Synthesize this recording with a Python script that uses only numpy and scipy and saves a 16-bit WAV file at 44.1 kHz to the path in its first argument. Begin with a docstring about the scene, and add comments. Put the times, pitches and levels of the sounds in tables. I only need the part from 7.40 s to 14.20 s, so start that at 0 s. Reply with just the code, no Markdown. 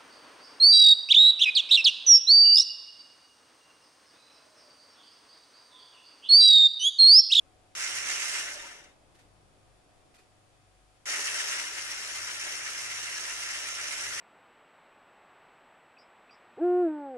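"""In a tiled kitchen a hand blender with a geared whisk works in a beaker of batter: a short burst that
coasts down, a pause, then a long run to the end. Gear teeth rattle and brushes hiss as trains of random
impacts, coloured by the plastic housing; the batter churns as low noise, and the walls answer with a
decaying noise tail. A refrigerator hums in swaying sine tones over soft air noise; in the pause
a spoonful of flour rustles twice, as swelling and fading grainy noise."""
import sys
import numpy as np
from scipy import signal
from scipy.fft import rfft, irfft, next_fast_len
from scipy.io import wavfile
from scipy.ndimage import uniform_filter1d, map_coordinates

SR = 44100
rng = np.random.default_rng(int(sys.argv[2]) if len(sys.argv) > 2 else 0)


def materialize(psi):
    """Save the field psi as 16-bit PCM at rate SR to the path in sys.argv[1].

    A 1-D psi becomes a single channel; in a 2-D psi each row is a channel.
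    """
    bounded = np.clip(np.atleast_2d(psi).T, -1, 1)
    quanta = np.round(bounded * 32767).astype(np.int16)
    wavfile.write(sys.argv[1], SR, quanta)


N = 299880


def amp(db):
    """Decibels to gain."""
    return 10 ** (np.asarray(db) / 20)


def unit(x):
    """x at rms 1."""
    return x / np.sqrt(np.mean(x ** 2) + 1e-20)


def along(points, hz):
    """Columns of (Hz, value, ..) points read on a log frequency axis."""
    f, *columns = np.transpose(points)
    return np.squeeze([np.interp(np.log(hz + 1), np.log(f + 1), c) for c in columns])


def curves(rows):
    """One value per sample for each column after the time."""
    s, *columns = np.transpose(rows)
    t = np.arange(N) / SR
    return [np.interp(t, s, c) for c in columns]


def wobble(rate):
    """A smooth random curve, rate knots a second."""
    knots = rng.standard_normal(int(N * rate / SR) + 4)
    return map_coordinates(knots, [np.arange(N) * rate / SR])


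def filtered(x, response):
    """x shaped by a complex response of frequency."""
    m = next_fast_len(N + SR // 2)
    spectrum = rfft(x, m) * response(np.fft.rfftfreq(m, 1 / SR))
    return irfft(spectrum, m)[..., :N]


def contacts(spread_db):
    """Three streams of dense small impacts: noise whose samples differ widely in size."""
    sizes = amp(spread_db * rng.standard_normal((3, N)))
    return sizes * rng.standard_normal((3, N))


def in_stereo(streams, colour, power=lambda f: 1, lag_s=0):
    """Stereo of rms 1: one stream feeds both sides, the left later by the lag; each side adds its own."""
    side = np.array([[1], [-1]])

    def gain(f, own):
        left_db, right_db, shared = along(colour, f)
        shared = np.clip(shared, 0, 1)
        part = np.sqrt(1 - shared if own else shared)
        delay = np.exp(-1j * np.pi * f * lag_s * side)  # half the lag each way
        return amp([left_db, right_db]) * np.sqrt(power(f)) * part * delay

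    common = filtered(streams[0], lambda f: gain(f, False))
    separate = filtered(streams[1:], lambda f: gain(f, True))
    return unit(common + separate)


COMPRESSOR_HZ = 49.43


def compressor(orders, sway_db):
    """Tones on multiples of the compressor's turn sway in level, and in phase on each side."""
    turn = 2 * np.pi * COMPRESSOR_HZ * np.arange(N) / SR
    drift = np.array([wobble(8), wobble(7), wobble(9)])
    tones = np.zeros((2, N))
    for multiple, db in orders:
        shift = rng.integers(N)  # each tone reads the drift from another place
        left, right, level = np.roll(drift, shift, axis=1)
        phase = multiple * turn + shift + 0.63 * np.array([left, right])
        tones += amp(db + 1.0 + sway_db * level) * np.sin(phase)
    return tones


# Refrigerator hum. Each row: multiple of the compressor turn, relative level in dB.
HUM_ORDERS = [(2, 0), (2.5, -6), (3, -9.5), (4, -13)]
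# Faint refrigerator whines. Each row: multiple of the compressor turn, level in dB before trims.
WHINE_ORDERS = [(11, -85), (15, -74.5), (22, -86), (25, -85), (44, -99), (48, -91), (51.5, -86), (64, -91),
                (67, -92), (68.5, -96), (70, -91), (73, -91), (87, -100), (94, -91), (95, -90), (97, -94),
                (110, -88), (120, -100), (139.5, -104), (142.5, -89), (155, -95)]
# Refrigerator swells. Each row: time in seconds, thrum in dB, hum in dB, both before trims.
FRIDGE_LEVELS = [(0, -77.5, -75), (.3, -84, -73), (.57, -80, -66), (1.12, -71, -78), (1.6, -79, -81),
                 (1.68, -74, -66.5), (2.1, -68, -65.5), (2.8, -81, -79), (3.0, -86, -67), (3.45, -65, -73),
                 (3.65, -75, -75), (4.2, -86, -68.5), (4.43, -64, -72.5), (4.85, -71.5, -68),
                 (5.2, -77, -72), (5.57, -79.5, -65), (6.0, -70, -73.5), (6.72, -72, -64.5)]
# Colour of the air noise. 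Each row: frequency in Hz, left in dB, right in dB, shared part 0-1.
AIR_COLOUR = [(20, -1, -14, 0.33), (69.5, -6.5, -6, 0.51), (225, -12, -13, 0.33), (297, -7.5, -7, 0.56),
              (400, -10, -11.5, 0.48), (716, -8, -9, .35), (880, -11.5, -14.5, 0.11),
              (1280, -14, -17.5, 0.14), (1600, -16.5, -18.5, 0.051), (6460, -25, -26, .05),
              (9000, -28.5, -22, .05), (10860, -24.5, -30, .05), (11900, -43, -40, .05),
              (14500, -48, -47, .05)]
# Slow course of the low air noise. Each row: time in seconds, level in dB over the steady noise.
RUMBLE_LEVELS = [(0, 0.5), (1.1, 2), (1.55, 1), (1.7, 2), (2.3, 1), (3.6, -1.5), (4.9, 2), (5.7, -1),
                 (6.8, 1)]
AIR_DB, RUMBLE_HZ = -64, 1000  # air noise level; below this frequency it swells and ebbs


def room_tone():
    """Refrigerator thrum, hum and faint whines sit over broad air noise whose low part wavers."""
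    thrum_db, hum_db = curves(FRIDGE_LEVELS)
    thrum = amp(thrum_db) * amp([[2.5], [-2.5]]) * compressor([(0.99, 0)], sway_db=2.5)
    hum = amp(hum_db) * amp([[1.5], [-1.5]]) * compressor(HUM_ORDERS, sway_db=3.0)
    whine = amp(0.5) * compressor(WHINE_ORDERS, sway_db=2.2)
    air = amp(AIR_DB) * in_stereo(rng.standard_normal((3, N)), AIR_COLOUR)
    low = filtered(air, lambda f: 1 / (1 + (f / RUMBLE_HZ) ** 4))
    low_gain = amp(curves(RUMBLE_LEVELS)[0] + 1.0 * wobble(5.08))
    return thrum + hum + whine + air + (low_gain - 1) * low


FULL_TURNS, KICK_TURNS = 285.5, 100  # motor turns a second: run-up target, and in the first instant
SPIN_UP_S, COAST_S = .09, .59  # time constant of the run-up; time from release to standstill
RELEASE_DB, RELEASE_S = -4.5, 0.045  # the teeth unload when the power goes: drop, time constant


def press(on_s, off_s):
    """One press runs the motor up, then lets it coast: turns a second, coasting share, release drop in dB."""
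    t = np.arange(N) / SR
    released = np.clip(t - off_s, 0, None)
    coast = np.clip(1 - released / COAST_S, 0, 1) * (t >= on_s)
    since_on = np.clip(t - on_s, 0, None)
    run_up = FULL_TURNS - (FULL_TURNS - KICK_TURNS) * np.exp(-since_on / SPIN_UP_S)
    return run_up * coast, coast, RELEASE_DB * (1 - np.exp(-released / RELEASE_S))


# Throb of the drive. Each row: beats a motor turn, then log-gain depth in the rattle and in the hiss.
DRIVE_BEATS = [(1 / 36, 0.11, 0.075), (1 / 18, 0.075, 0.036), (1 / 12, 0.014, 0.019), (1 / 4, 0.059, 0.1),
               (16 / 36, 0.022, 0.046), (26 / 36, 0.013, 0.093), (0.99, 0.051, 0.091)]


def drive_throb(speed):
    """The turning shafts of the gear train pulse the gain of rattle and hiss."""
    turns = np.cumsum(speed) / SR
    beats, *depths = np.transpose(DRIVE_BEATS)
    phases = np.outer(beats, turns) + rng.random((len(beats), 1))
    return np.exp(np.array(depths) @ np.cos(2 * np.pi * phases))


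# Housing resonances. Each row: centre in Hz, width in Hz, peak in dB over the broad sound.
HOUSING_MODES = [(405, 41, 5), (586, 28, 10.5), (717, 21, 4.5), (831, 18, -1.5), (977, 35, 4),
                 (1099, 4.7, 0), (1221, 16, 1.5), (1357, 49, 3), (1570, 49, -1.5), (1653, 47, 2),
                 (1826, 43, 3.5), (1918, 29, 5.5), (2040, 35, 2), (2082, 22, 8), (2323, 99, 2),
                 (2396, 50, -1), (2656, 33, 3), (2843, 37, 4), (3100, 22, -4.5), (3810, 51, 4),
                 (5360, 150, -0.5), (5680, 200, 3)]
LAG_S = 6 / 44100  # the blender reaches the left side this much later


def housing(f):
    """The plastic shell rings: summed power of its resonances over the broad sound."""
    return 1 + sum(amp(db) ** 2 / (1 + (2 * (f - c) / w) ** 2) for c, w, db in HOUSING_MODES)


def patchy(x, depth_db):
    """Random patches of gain in time and frequency make the rattle and hiss blotchy."""
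    z = signal.stft(x, nperseg=512)[2]
    field = rng.standard_normal(z.shape[1:])
    field = uniform_filter1d(field, size=5, axis=0)  # smooth over frequency
    field = uniform_filter1d(field, size=7, axis=1)  # smooth over time
    return unit(signal.istft(z * amp(depth_db * unit(field)), nperseg=512)[1][:, :N])


# Colour of the gear rattle. Each row: frequency in Hz, left in dB, right in dB, shared part 0-1.
RATTLE_COLOUR = [(480, -34.5, -38, 0.23), (1093, -12.5, -12, 0.16), (1364, -3.5, -14, 0.82),
                 (1980, -2, -6, 0.52), (2270, -6.5, -5, 0.45), (2970, -5.5, -4.5, 0.5),
                 (3760, -11.5, -11, 0.34), (4290, -14, -13.5, 0.28), (7000, -40, -56, .3)]


def rattle(throb, speed):
    """Gear teeth strike in the housing; slower teeth strike more softly, so the treble fades first."""
    teeth = throb * amp(0.61 * wobble(60)) * contacts(spread_db=5)
    bright = patchy(in_stereo(teeth, RATTLE_COLOUR, housing, LAG_S), depth_db=1.1)
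    dull = filtered(bright, lambda f: 1 / (1 + (f / 1800) ** 6))
    return dull + (speed / speed.max()) ** 0.083 * (bright - dull)


# Colour of the brush hiss. Each row: frequency in Hz, left in dB, right in dB, shared part 0-1.
HISS_COLOUR = [(2480, -42, -52, .3), (4010, -7.5, -12.5, 0.56), (4740, -5.5, -6.5, 0.16),
               (5870, 0, -1, .45), (6400, -9.5, -0.5, 0.27), (7220, -3, -4.5, 0.23), (7970, -16, -7.5, 1),
               (9270, -10, -5.5, 0.26), (10500, -7, -16.5, 0.042), (12030, -19.5, -23.5, .09),
               (13800, -31, -31, .09), (14800, -38, -39, .2)]


def hiss(throb):
    """Motor brushes scrape: dense high-pitched impacts that throb with the drive."""
    brushes = throb * amp(1.03 * wobble(90)) * contacts(spread_db=4.5)
    return patchy(in_stereo(brushes, HISS_COLOUR, housing, LAG_S), depth_db=1.5)


# Colour of the batter. Each row: frequency in Hz, left in dB, right in dB, shared part 0-1.
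CHURN_COLOUR = [(149, -38, -36, 0.5), (220, -15.5, -12.5, 0.47), (297, -5, -4, 1), (526, -6, -3.5, 0.78),
                (874, 3.5, -3, 0.17), (1170, -12, -18, 0.7), (3000, -58, -65, .3)]


def churn():
    """Batter tumbles round the whisk: low uneven noise with a slow random swell."""
    batter = amp(0.98 * wobble(20)) * contacts(spread_db=5.0)
    return in_stereo(batter, CHURN_COLOUR, housing, LAG_S)


# Thumb on the switch. Each row: on in seconds, off in seconds, churn at the heaviest load in dB.
SWITCH_PRESSES = [(0.351, 1.001, -53), (3.656, 6.8, -51.5)]
# Load on the gears, one table a press. Each row: time in seconds, gear level in dB before release.
GEAR_LOADS = [
    [(0.351, -42), (0.381, -37), (0.469, -36), (0.653, -38.5), (0.689, -35), (1.01, -35)],
    [(3.657, -40), (3.685, -35), (3.8, -35), (4.2, -35.5), (4.26, -40), (5.02, -39.5), (5.07, -36.5),
     (5.12, -39.5), (6.8, -38.5)],
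]
# Slow left-right balance of the rattle and hiss. Each row: time in seconds, left over right in dB.
STEREO_BALANCE = [(.35, -3), (1.0, -2.5), (1.3, .5), (3.66, 0.5), (4.8, 1.1), (5.6, -0.4), (6.8, -1)]
RATTLE_LAW, HISS_LAW, CHURN_LAW = 1.45, 1.9, 0.87  # coasting: amplitude goes as speed to this power
HISS_DB, CHURN_FOLLOWS = 0.27, 0.96  # hiss over the rattle; share of the load swings in the churn


def blender():
    """Motor speed and load drive the rattle, hiss and churn through each press."""
    presses = [press(on_s, off_s) for on_s, off_s, _ in SWITCH_PRESSES]
    speed = sum(turns for turns, _, _ in presses)
    rattle_throb, hiss_throb = drive_throb(speed)
    teeth, brushes, batter = rattle(rattle_throb, speed), hiss(hiss_throb), churn()
    balance = amp(np.outer([.5, -.5], curves(STEREO_BALANCE)[0]))
    sound = 0
    for (_, coast, release_db), rows, (*_, churn_db) in zip(presses, GEAR_LOADS, SWITCH_PRESSES):
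        load_db, = curves(rows)
        gears = coast ** RATTLE_LAW * teeth + amp(HISS_DB) * coast ** HISS_LAW * brushes
        batter_db = churn_db + CHURN_FOLLOWS * (load_db - load_db.max())
        sound = sound + balance * amp(load_db + release_db) * gears
        sound = sound + amp(batter_db) * coast ** CHURN_LAW * batter
    return sound


# Gears taking up or losing load. Each row: start in seconds, initial level in dB before the band filter.
GEAR_KNOCKS = [(0.3517, -29), (0.9654, -30), (3.657, -42)]


def knocks():
    """Gears crack as they take up or lose load: very short noise bursts between 1.2 and 9 kHz."""
    cracks, t = np.zeros(N), np.arange(SR // 50) / SR
    for s, db in GEAR_KNOCKS:
        decay = amp(db - 60 * t / 0.0044)  # 60 dB down in 4.4 ms
        cracks[round(s * SR):][:len(t)] += decay * rng.standard_normal(len(t))
    band = signal.butter(4, [1200, 9000], "band", fs=SR, output="sos")
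    return signal.sosfilt(band, cracks)


# Decay of the walls' answer. Each row: frequency in Hz, time to fall 60 dB in seconds.
KITCHEN_DECAY = [(300, 0.66), (2000, 0.16), (10000, 0.19)]


def kitchen(x):
    """Each frequency of the walls' answer dies at its own speed, with its own noise on each side."""
    hz, t, z = signal.stft(rng.standard_normal((2, SR // 3)), SR, nperseg=256)
    z = z * amp(-60 * t / along(KITCHEN_DECAY, hz)[:, None])
    z = z / np.linalg.norm(z, axis=2, keepdims=True)  # equal energy at every frequency
    tail = signal.istft(z, SR, nperseg=256)[1]
    both_sides = x[::-1] + x
    return signal.fftconvolve(both_sides, tail / np.linalg.norm(tail[0]), axes=1)[:, :N]


# Brief narrow tones. Each row: centre in seconds, pitch in Hz, level in dB before flutter, length in seconds.
BRIEF_TONES = [(1.076, 1520, -50, 0.025), (1.166, 609, -55, 0.025), (1.203, 3640, -59, 0.012),
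               (1.242, 960, -54, 0.018), (1.29, 1530, -55, 0.017), (1.42, 1840, -69, 0.026),
               (1.457, 3660, -71, 0.069), (2.792, 2480, -70, 0.016), (2.79, 4450, -74, .015)]


def brief_tones():
    """Single sine tones swell briefly and flutter in level and phase, most of them as the whisk slows."""
    t, sound = np.arange(N) / SR, np.zeros(N)
    for s, hz, db, length in BRIEF_TONES:
        swell = amp(db + 4.9 * wobble(59.75)) * np.exp(-((t - s) / length) ** 2)
        sound += swell * np.sin(2 * np.pi * (hz * t + .25 * wobble(70)))
    return sound


# Slips of the flour. Each row: start in seconds, level in dB before attack and fade, fade in seconds.
FLOUR_SLIPS = [(1.745, -60, 0.029), (1.787, -58.5, 0.032), (2.74, -55, 0.028), (2.782, -64, .045)]
FLOUR_ATTACK_S = 0.0055


def flour():
    """Fine dry grains slip suddenly and trickle out: fast swells of uneven noise that fade."""
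    t, swell = np.arange(N) / SR, np.zeros(N)
    for start, db, fade in FLOUR_SLIPS:
        since = np.clip(t - start, 0, None)
        swell += amp(db) * (1 - np.exp(-since / FLOUR_ATTACK_S)) * np.exp(-since / fade)
    # colour: Hz, left dB, right dB, shared part
    colour = [(500, -10, -10, .2), (1990, -2, -4, 0.17), (10000, -16, -13, .1), (14500, -26, -30, .1)]
    return swell * in_stereo(contacts(spread_db=7), colour)


def scene():
    """Blender in its kitchen, with the quiet sounds around it."""
    near = blender() + knocks() + brief_tones()
    return near + amp(-13.0) * kitchen(near) + room_tone() + flour()


TOP_HZ = 14980


def record(dry):
    """Nothing is kept above the band limit."""
    return filtered(dry, lambda hz: hz < TOP_HZ)


dry = scene()
out = record(dry)
materialize(out)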